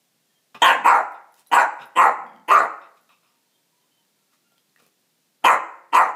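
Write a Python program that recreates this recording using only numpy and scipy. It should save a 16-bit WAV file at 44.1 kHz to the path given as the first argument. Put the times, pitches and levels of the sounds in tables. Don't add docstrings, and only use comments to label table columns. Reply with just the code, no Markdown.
import sys
import numpy as np
from scipy import signal
from scipy.fft import rfft, irfft
from scipy.io import wavfile
from scipy.ndimage import uniform_filter1d, minimum_filter1d

SR = 44100
rng = np.random.default_rng(int(sys.argv[2]) if len(sys.argv) > 2 else 0)


def gain_from_decibels(decibels):
    exponent = np.asarray(decibels, float) / 20
    return 10 ** exponent


def int16_out(signal):
    q = np.round(np.clip(np.atleast_2d(signal).T, -1, 1) * 32767)
    wavfile.write(sys.argv[1], SR, q.astype(np.int16))


N = 271215

# frequency in Hz, level in dB per Hz.
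FLOOR_HISS = [(18, -43), (30, -28.5), (161, -3.5), (1250, -15), (4190, -13.5), (13300, -18.5), (14800, -15),
              (16000, -34)]
# start in seconds, end in seconds, start pitch in Hz, end pitch in Hz, level in dB.
WHISTLES = [(.164, .36, 2700, 2790, -86), (.223, .422, 3290, 3170, -81), (.281, .412, 1830, 1750, -79),
            (3.49, 3.699, 3600, 3450, -84.5), (3.491, 3.602, 3230, 3160, -80),
            (3.77, 4.06, 3106, 3050, -81), (3.697, 3.899, 940, 1035, -78), (4.42, 4.63, 1400, 1370, -77),
            (4.15, 4.42, 1350, 1355, -82), (4.42, 4.497, 2770, 2780, -80), (3.2, 3.75, 925, 930, -84),
            (3.22, 3.3, 5166, 5100, -80), (3.85, 4.3, 920, 925, -83)]
# start in seconds, length in seconds, share of it spent rising (0-1), level in dB,
# rush of air in dB against the breath.
PANTS = [(0.544, 0.039, 0.05, -39.5, -6), (0.587, 0.032, 1, -50.5, -1), (1.127, 0.071, 0.3, -54.5, -18),
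         (1.334, .11, .5, -67.5, 8.5), (1.776, 0.094, .45, -42.5, -5), (2.811, 0.084, 0.07, -51.5, -17),
         (2.959, 0.036, 0.4, -63, -0.5), (3.089, 0.11, 0.03, -57.5, -22), (3.214, 0.22, 0.08, -69, -11.5),
         (4.305, 0.07, 0.43, -70.5, 4), (4.765, .045, 0.85, -62, 1.5), (4.822, 0.09, 0.05, -69.5, 3)]
GASPS = [
    (1.495, .022, .9, -53, -10.5),
    (5.418, 0.035, 0.62, -52, -8),
]
# frequency in Hz, width in Hz, level in dB.
AIRWAY = [(1120, 550, 0), (2600, 550, -3), (3650, 600, -9), (5200, 500, -17)]
# start in seconds, end
# in seconds, start pitch in Hz, end pitch in Hz, level in dB.
GROWLS = [
    (.546, 0.58, 182, 163, -64),
    (0.754, 0.83, 280, 180, -47),
    (2.136, 2.45, 230, 199, -56),
    (4.418, 4.485, 241, 230, -77),
    (4.788, 4.858, 216, 201.2, -72),
]
# start in seconds, attack in seconds, hold in seconds, release in seconds, effort in dB.
BARKS = [
    (0.617, 0.004, 0.079, .06, -9),
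    (0.838, 0.028, 0.096, 0.068, -8.5),
    (1.513, .024, .08, .045, -9),
    (1.952, .045, .055, .075, -7),
    (2.476, .04, .085, .06, -11),
    (5.439, 0.012, 0.049, 0.075, -6),
    (5.921, 0.028, 0.059, 0.091, -10),
]
# strongest overtone in Hz at its top, place of the top (0-1), overtone in Hz at
VOICES = [(1106, .2, 920, .5, 1), (1071.4, 0.2, 720, .55, .6), (1060, .25, 830, 0.6, .75),
          (1100, .25, 710, .5, 0.4), (1285, .35, 960, .58, .65), (1059.3, .2, 1000, 0.57, 0.4),
          (1090, 0.1, 870, 0.6, 0.5)]
# lip resonance in Hz when wide open, palate resonance in Hz, then chest in dB,
# mouth in dB and hiss in dB, all against the effort.
JAWS = [(3250, 1550, -12.5, -7.5, -17.5), (2600, 1350, -15.5, -15, -24), (2880, 1450, -15.5, -14.5, -20.5),
        (2923, 1254, -13.5, -13.5, -23), (2780, 1350, -12, -13.5, -20.5), (2984, 1330, -13.5, -11, -19),
        (2810, 1273, -15.5, -13.5, -21.5)]
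# frequency in Hz, width in Hz, level in dB.
CHEST = [(330, 140, -5.5), (713, 440, 3)]
# frequency in Hz, width in Hz, level in dB.
TEETH_HISS = [(4450, 1700, -2.5), (6500, 880, 0.5), (7740, 1000, 3.5), (9600, 1900, -3),
              (10660, 3400, -7.5), (13100, 1500, -4.5)]
# time in seconds,
# peak in dB, ring in Hz, time in seconds for the ring to fall 60 dB, crack in dB against the ring.
TICKS = [(1.12, -48.5, 6500, 0.0038, -1), (1.341, -51, 6800, 0.0037, 5.5),
         (1.376, -60.5, 7090, 0.0072, -8.5), (1.394, -47.5, 8800, 0.0085, 0), (1.464, -55, 3990, 0.042, 0),
         (2.265, -50, 3300, 0.018, -8), (2.295, -51, 3280, 0.019, -24), (2.333, -53.5, 3250, 0.017, -15),
         (2.361, -49, 3170, 0.013, -8), (2.397, -57, 3140, 0.018, -5.5), (3.091, -58.5, 1100, 0.018, -0.5),
         (3.119, -58.5, 1188, .015, -2), (4.05, -64.5, 1608, .01, -2.5), (4.334, -65, 1327, 0.031, -5.5),
         (4.52, -56.5, 703, 0.011, -4.5), (4.58, -49, 3310, 0.006, -10), (4.695, -63, 4236, 0.0092, -8.5),
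         (4.761, -46.5, 1845, 0.013, -12), (4.822, -53, 299.7, 0.022, -3.5),
         (4.864, -51.5, 492, 0.0098, -1)]
# time in seconds, peak in dB.
CHINKS = [
    (1.322, -53.5),
    (1.4704, -43),
    (1.8554, -45.5),
    (3.0101, -57.5),
]
# frequency in Hz, level in dB, time in seconds to fall 60 dB.
TAG = [(10400, -12, .05), (11800, -8, .05), (15200, -15, .1), (11200, 0, .008), (8700, -16, .01)]
# frequency in Hz, time in seconds to fall 60 dB.
ROOM = [(150, 0.46), (400, 0.63), (1040, .51), (2200, 0.55), (2900, 0.43), (3600, 0.39), (7280, .46),
        (14000, .07)]
# delay in seconds, level in dB.
ECHOES = [(.0021, -11.5), (.0047, -10.5), (.0083, -14.5), (0.013, -6), (0.0175, -16.5), (.023, -8.5)]


def evened(x):
    return x / np.sqrt(np.mean(x ** 2) + 1e-20)


def read(points, hz):
    f, value = np.transpose(points)
    return np.interp(np.log(hz + 1), np.log(f + 1), value)


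def add(mix, s, sound):
    part = mix[round(s * SR):][:len(sound)]
    part += sound[:len(part)]


def resonate(x, hz, width, order=2):
    turn = np.exp(2j * np.pi * np.cumsum(hz * np.ones(len(x))) / SR)
    r = np.exp(-np.pi * width / SR)
    low = x / turn
    for _ in range(order):
        low = signal.lfilter([1 - r], [1, -r], low)
    return 2 * (turn * low).real


def modes(x, table, factor=1, order=2):
    total = 0
    for k, (hz, width, db) in enumerate(table):
        total = total + (-1) ** k * gain_from_decibels(db) * resonate(x, hz * factor, width, order)
    return evened(total)


def floor_hiss():
    spectrum = rfft(rng.standard_normal(N))
    hz = np.fft.rfftfreq(N, 1 / SR)
    return gain_from_decibels(-68.5) * evened(irfft(spectrum * gain_from_decibels(read(FLOOR_HISS, hz)), N))


def whistle(start, end, start_hz, end_hz, level_db):
    air = rng.standard_normal(round((end - start) * SR))
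    tone = resonate(air, np.linspace(start_hz, end_hz, len(air)), 42)
    tone = tone * gain_from_decibels(2.5 * evened(uniform_filter1d(air, size=1500)))
    return start, gain_from_decibels(level_db) * evened(tone) * signal.windows.tukey(len(air), .4)


def pant(s, length, rise, level_db, hiss_db, mouth=1):
    t = np.arange(0, length, 1 / SR)
    air, rush, flutter = rng.standard_normal((3, len(t)))
    shape = np.interp(t / length, [0, np.clip(rise, .02, .95), 1], [0, 1, 0]) ** 1.5
    dullness = np.clip(.8 - .06 * hiss_db, 0, .95)
    rush = evened(signal.lfilter([1], [1, -dullness], rush))
    breath = modes(air, AIRWAY, mouth) + gain_from_decibels(hiss_db) * rush
    flutter_db = 0.83 * evened(uniform_filter1d(flutter, 200))
    return s, gain_from_decibels(level_db + flutter_db) * shape * breath


def gasp(*row):
    return pant(*row, mouth=0.48)


def growl(start, end, start_hz, end_hz, level_db):
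    air = rng.standard_normal(round((end - start) * SR))
    puffs = .4 + np.exp(-(np.arange(len(air)) * 30.5 / SR % 1) / .3)
    body = resonate(puffs * air, np.linspace(start_hz, end_hz, len(air)), 87)
    return start, gain_from_decibels(level_db) * evened(body) * signal.windows.tukey(len(air), .4)


def patchy_hiss(air, factor):
    total = 0
    for hz, width, db in TEETH_HISS:
        drift = uniform_filter1d(rng.standard_normal(len(air)), size=900)
        total = total + gain_from_decibels(db + 5.4 * evened(drift)) * resonate(air, hz * factor, width)
    return evened(total)


def fold_slaps(done, top_hz, top_at, end_hz, rough):
    places = [0, top_at, (1 + top_at) / 2, 1]
    halfway_hz = top_hz - .4 * (top_hz - end_hz)
    tone_hz = uniform_filter1d(np.interp(done, places, [915, top_hz, halfway_hz, end_hz]), 600)
    wobble = evened(uniform_filter1d(rng.standard_normal(len(done)), 120))
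    turns = np.cumsum(tone_hz / 2 * (1 + .3 * rough ** 2 * wobble)) / SR
    slaps = .45 * np.cos(2 * np.pi * turns)
    for k in range(2, 9):
        slaps = slaps + np.cos(2 * np.pi * k * turns)
    slaps = slaps * (1 + .55 * np.cos(2 * np.pi * turns / 3))
    return tone_hz, turns, slaps


def bark(timing, voice, jaws):
    start, attack, hold, release, effort_db = timing
    top_hz, top_at, end_hz, rough_start, shut_at = voice
    open_hz, palate_hz, chest_db, mouth_db, hiss_db = jaws
    t = np.arange(0, attack + hold + release, 1 / SR)
    done = np.linspace(0, 1, len(t))
    shimmer, air, teeth = rng.standard_normal((3, len(t)))

    swell_db = 1.315 * 20 * np.log10(np.clip(t / attack, .03, 1))
    dip_db = swell_db - 15.5 * np.maximum(t - attack - hold, 0) / release
    rough = np.clip(np.interp(done, [0, .3, .6], [rough_start, rough_start, .91]), 0, .98)
    tone_hz, turns, slaps = fold_slaps(done, top_hz, top_at, end_hz, rough)
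    bursts = gain_from_decibels(4.2 * rough * evened(uniform_filter1d(shimmer, 110)))
    puffs = (.5 + np.exp(-(turns % 1) / 0.5)) * air
    drive = bursts * (np.sqrt(1 - rough ** 2) * evened(slaps) + rough * evened(puffs))

    throat = evened(resonate(drive, 0.94 * tone_hz, 272))
    palate_level_db = -4 - 12 * np.maximum(1 - done / 0.4, 0)
    throat -= gain_from_decibels(palate_level_db) * evened(resonate(drive, palate_hz, 350))

    chest = modes(drive, CHEST, 1.02 - 0.16 * done)
    chest += 0.84 * (1 - done) ** 2 * bursts * np.cos(4 * np.pi * turns / 3)

    mouth_hz = 1937
    lips_hz = np.interp(done, [.12, shut_at], [open_hz, 2160])
    cavity = resonate(drive, mouth_hz * (1.03 - 0.1 * done), 580, order=3)
    lips = gain_from_decibels(2.5 - 6 * done) * resonate(drive, lips_hz, 675, order=3)
    tongue = gain_from_decibels(-1.5 - 9 * done) * resonate(drive, (mouth_hz + lips_hz) / 2.1, 500)
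    mouth = evened(cavity - lips + tongue)

    closing = 1.04 - 0.12 * done
    hiss = patchy_hiss(bursts ** 0.57 * teeth, closing)
    hiss = (1 - .7 * done) * hiss + 0.45 * done * resonate(hiss, 7000 * closing, 4200, order=1)
    puff_db = -10.5 - 250 * (done - .7) ** 2
    hiss += gain_from_decibels(puff_db) * evened(resonate(teeth, 4330 * closing, 500))

    sound = evened(throat)
    sound = sound + gain_from_decibels(chest_db - 0.41 * dip_db) * chest
    sound = sound + gain_from_decibels(mouth_db - .3 * dip_db) * mouth
    sound = sound + gain_from_decibels(hiss_db - 12 * done - 0.11 * dip_db) * hiss
    edges = np.clip(np.minimum(t / .002, (t[-1] - t) / 0.0022), 0, 1)
    return start, gain_from_decibels(effort_db + dip_db) * sound * edges


def tick(s, peak_db, hz, t60, crack_db):
    t = np.arange(2500) / SR
    ring = np.sin(2 * np.pi * hz * t) + gain_from_decibels(-10) * np.sin(2 * np.pi * 1.45 * hz * t)
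    crack = rng.standard_normal(len(t)) * gain_from_decibels(crack_db - 60 * t / 0.012)
    return s, gain_from_decibels(peak_db) * (ring * gain_from_decibels(-60 * t / t60) + crack)


def chink(s, peak_db):
    t = np.arange(6000) / SR
    sound = np.zeros(len(t))
    for hz, db, t60 in TAG:
        spot_db = 2.5 * rng.standard_normal()
        sound += gain_from_decibels(peak_db - 2.0 + db + spot_db - 60 * t / t60) * np.sin(2 * np.pi * hz * t)
    return s, sound


def room(x):
    taps = np.zeros(SR)
    at = np.arange(500, SR - 20, 20)
    taps[at + rng.integers(0, 20, len(at))] = rng.choice([-1., 1.], len(at))
    hz, t, z = signal.stft(taps, SR, nperseg=256)
    dying = gain_from_decibels(-60 * t / read(ROOM, hz)[:, None])
    tail = signal.istft(z * dying, SR, nperseg=256)[1]
    tail = gain_from_decibels(-13.0) * tail / np.linalg.norm(tail)
    add(tail, 0.00049, gain_from_decibels([0.0019]))
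    for s, db in ECHOES:
        add(tail, s, gain_from_decibels([db]))
    return signal.fftconvolve(x, tail)[:N]


def scene():
    dog = np.zeros(N)
    for timing, voice, jaws in zip(BARKS, VOICES, JAWS):
        add(dog, *bark(timing, voice, jaws))
    sources = ((whistle, WHISTLES), (pant, PANTS), (gasp, GASPS), (growl, GROWLS), (tick, TICKS), (chink, CHINKS))
    for source, table in sources:
        for row in table:
            add(dog, *source(*row))
    return (room(dog) + floor_hiss())[None]


def band_limit(x):
    return signal.sosfilt(signal.butter(12, 16300, fs=SR, output="sos"), x)


def record(dry):
    order = 6
    thin = signal.sosfilt(signal.butter(order, 125, "high", fs=SR, output="sos"), dry)

    power_db = 10 * np.log10(abs(uniform_filter1d(thin[0] ** 2, 400)) + 1e-12)
    fall = np.arange(N) * 14.0 / SR
    held_db = np.maximum.accumulate(power_db + fall) - fall
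    over_db = np.maximum(held_db + 11.0, 0)
    ducked = thin / gain_from_decibels(0.64 * uniform_filter1d(over_db, 200))

    room_left = np.minimum(.7 / (abs(ducked[0]) + 1e-9), 1)
    limiter = uniform_filter1d(minimum_filter1d(room_left, size=161), size=81)
    limited = ducked * limiter

    top = signal.sosfilt(signal.butter(order, [15300, 16050], "band", fs=SR, output="sos"), limited)
    below = signal.sosfilt(signal.butter(2 * order, 15300, fs=SR, output="sos"), limited)
    return band_limit(below + gain_from_decibels(-10) * top)


dry = scene()
out = record(dry)
int16_out(out)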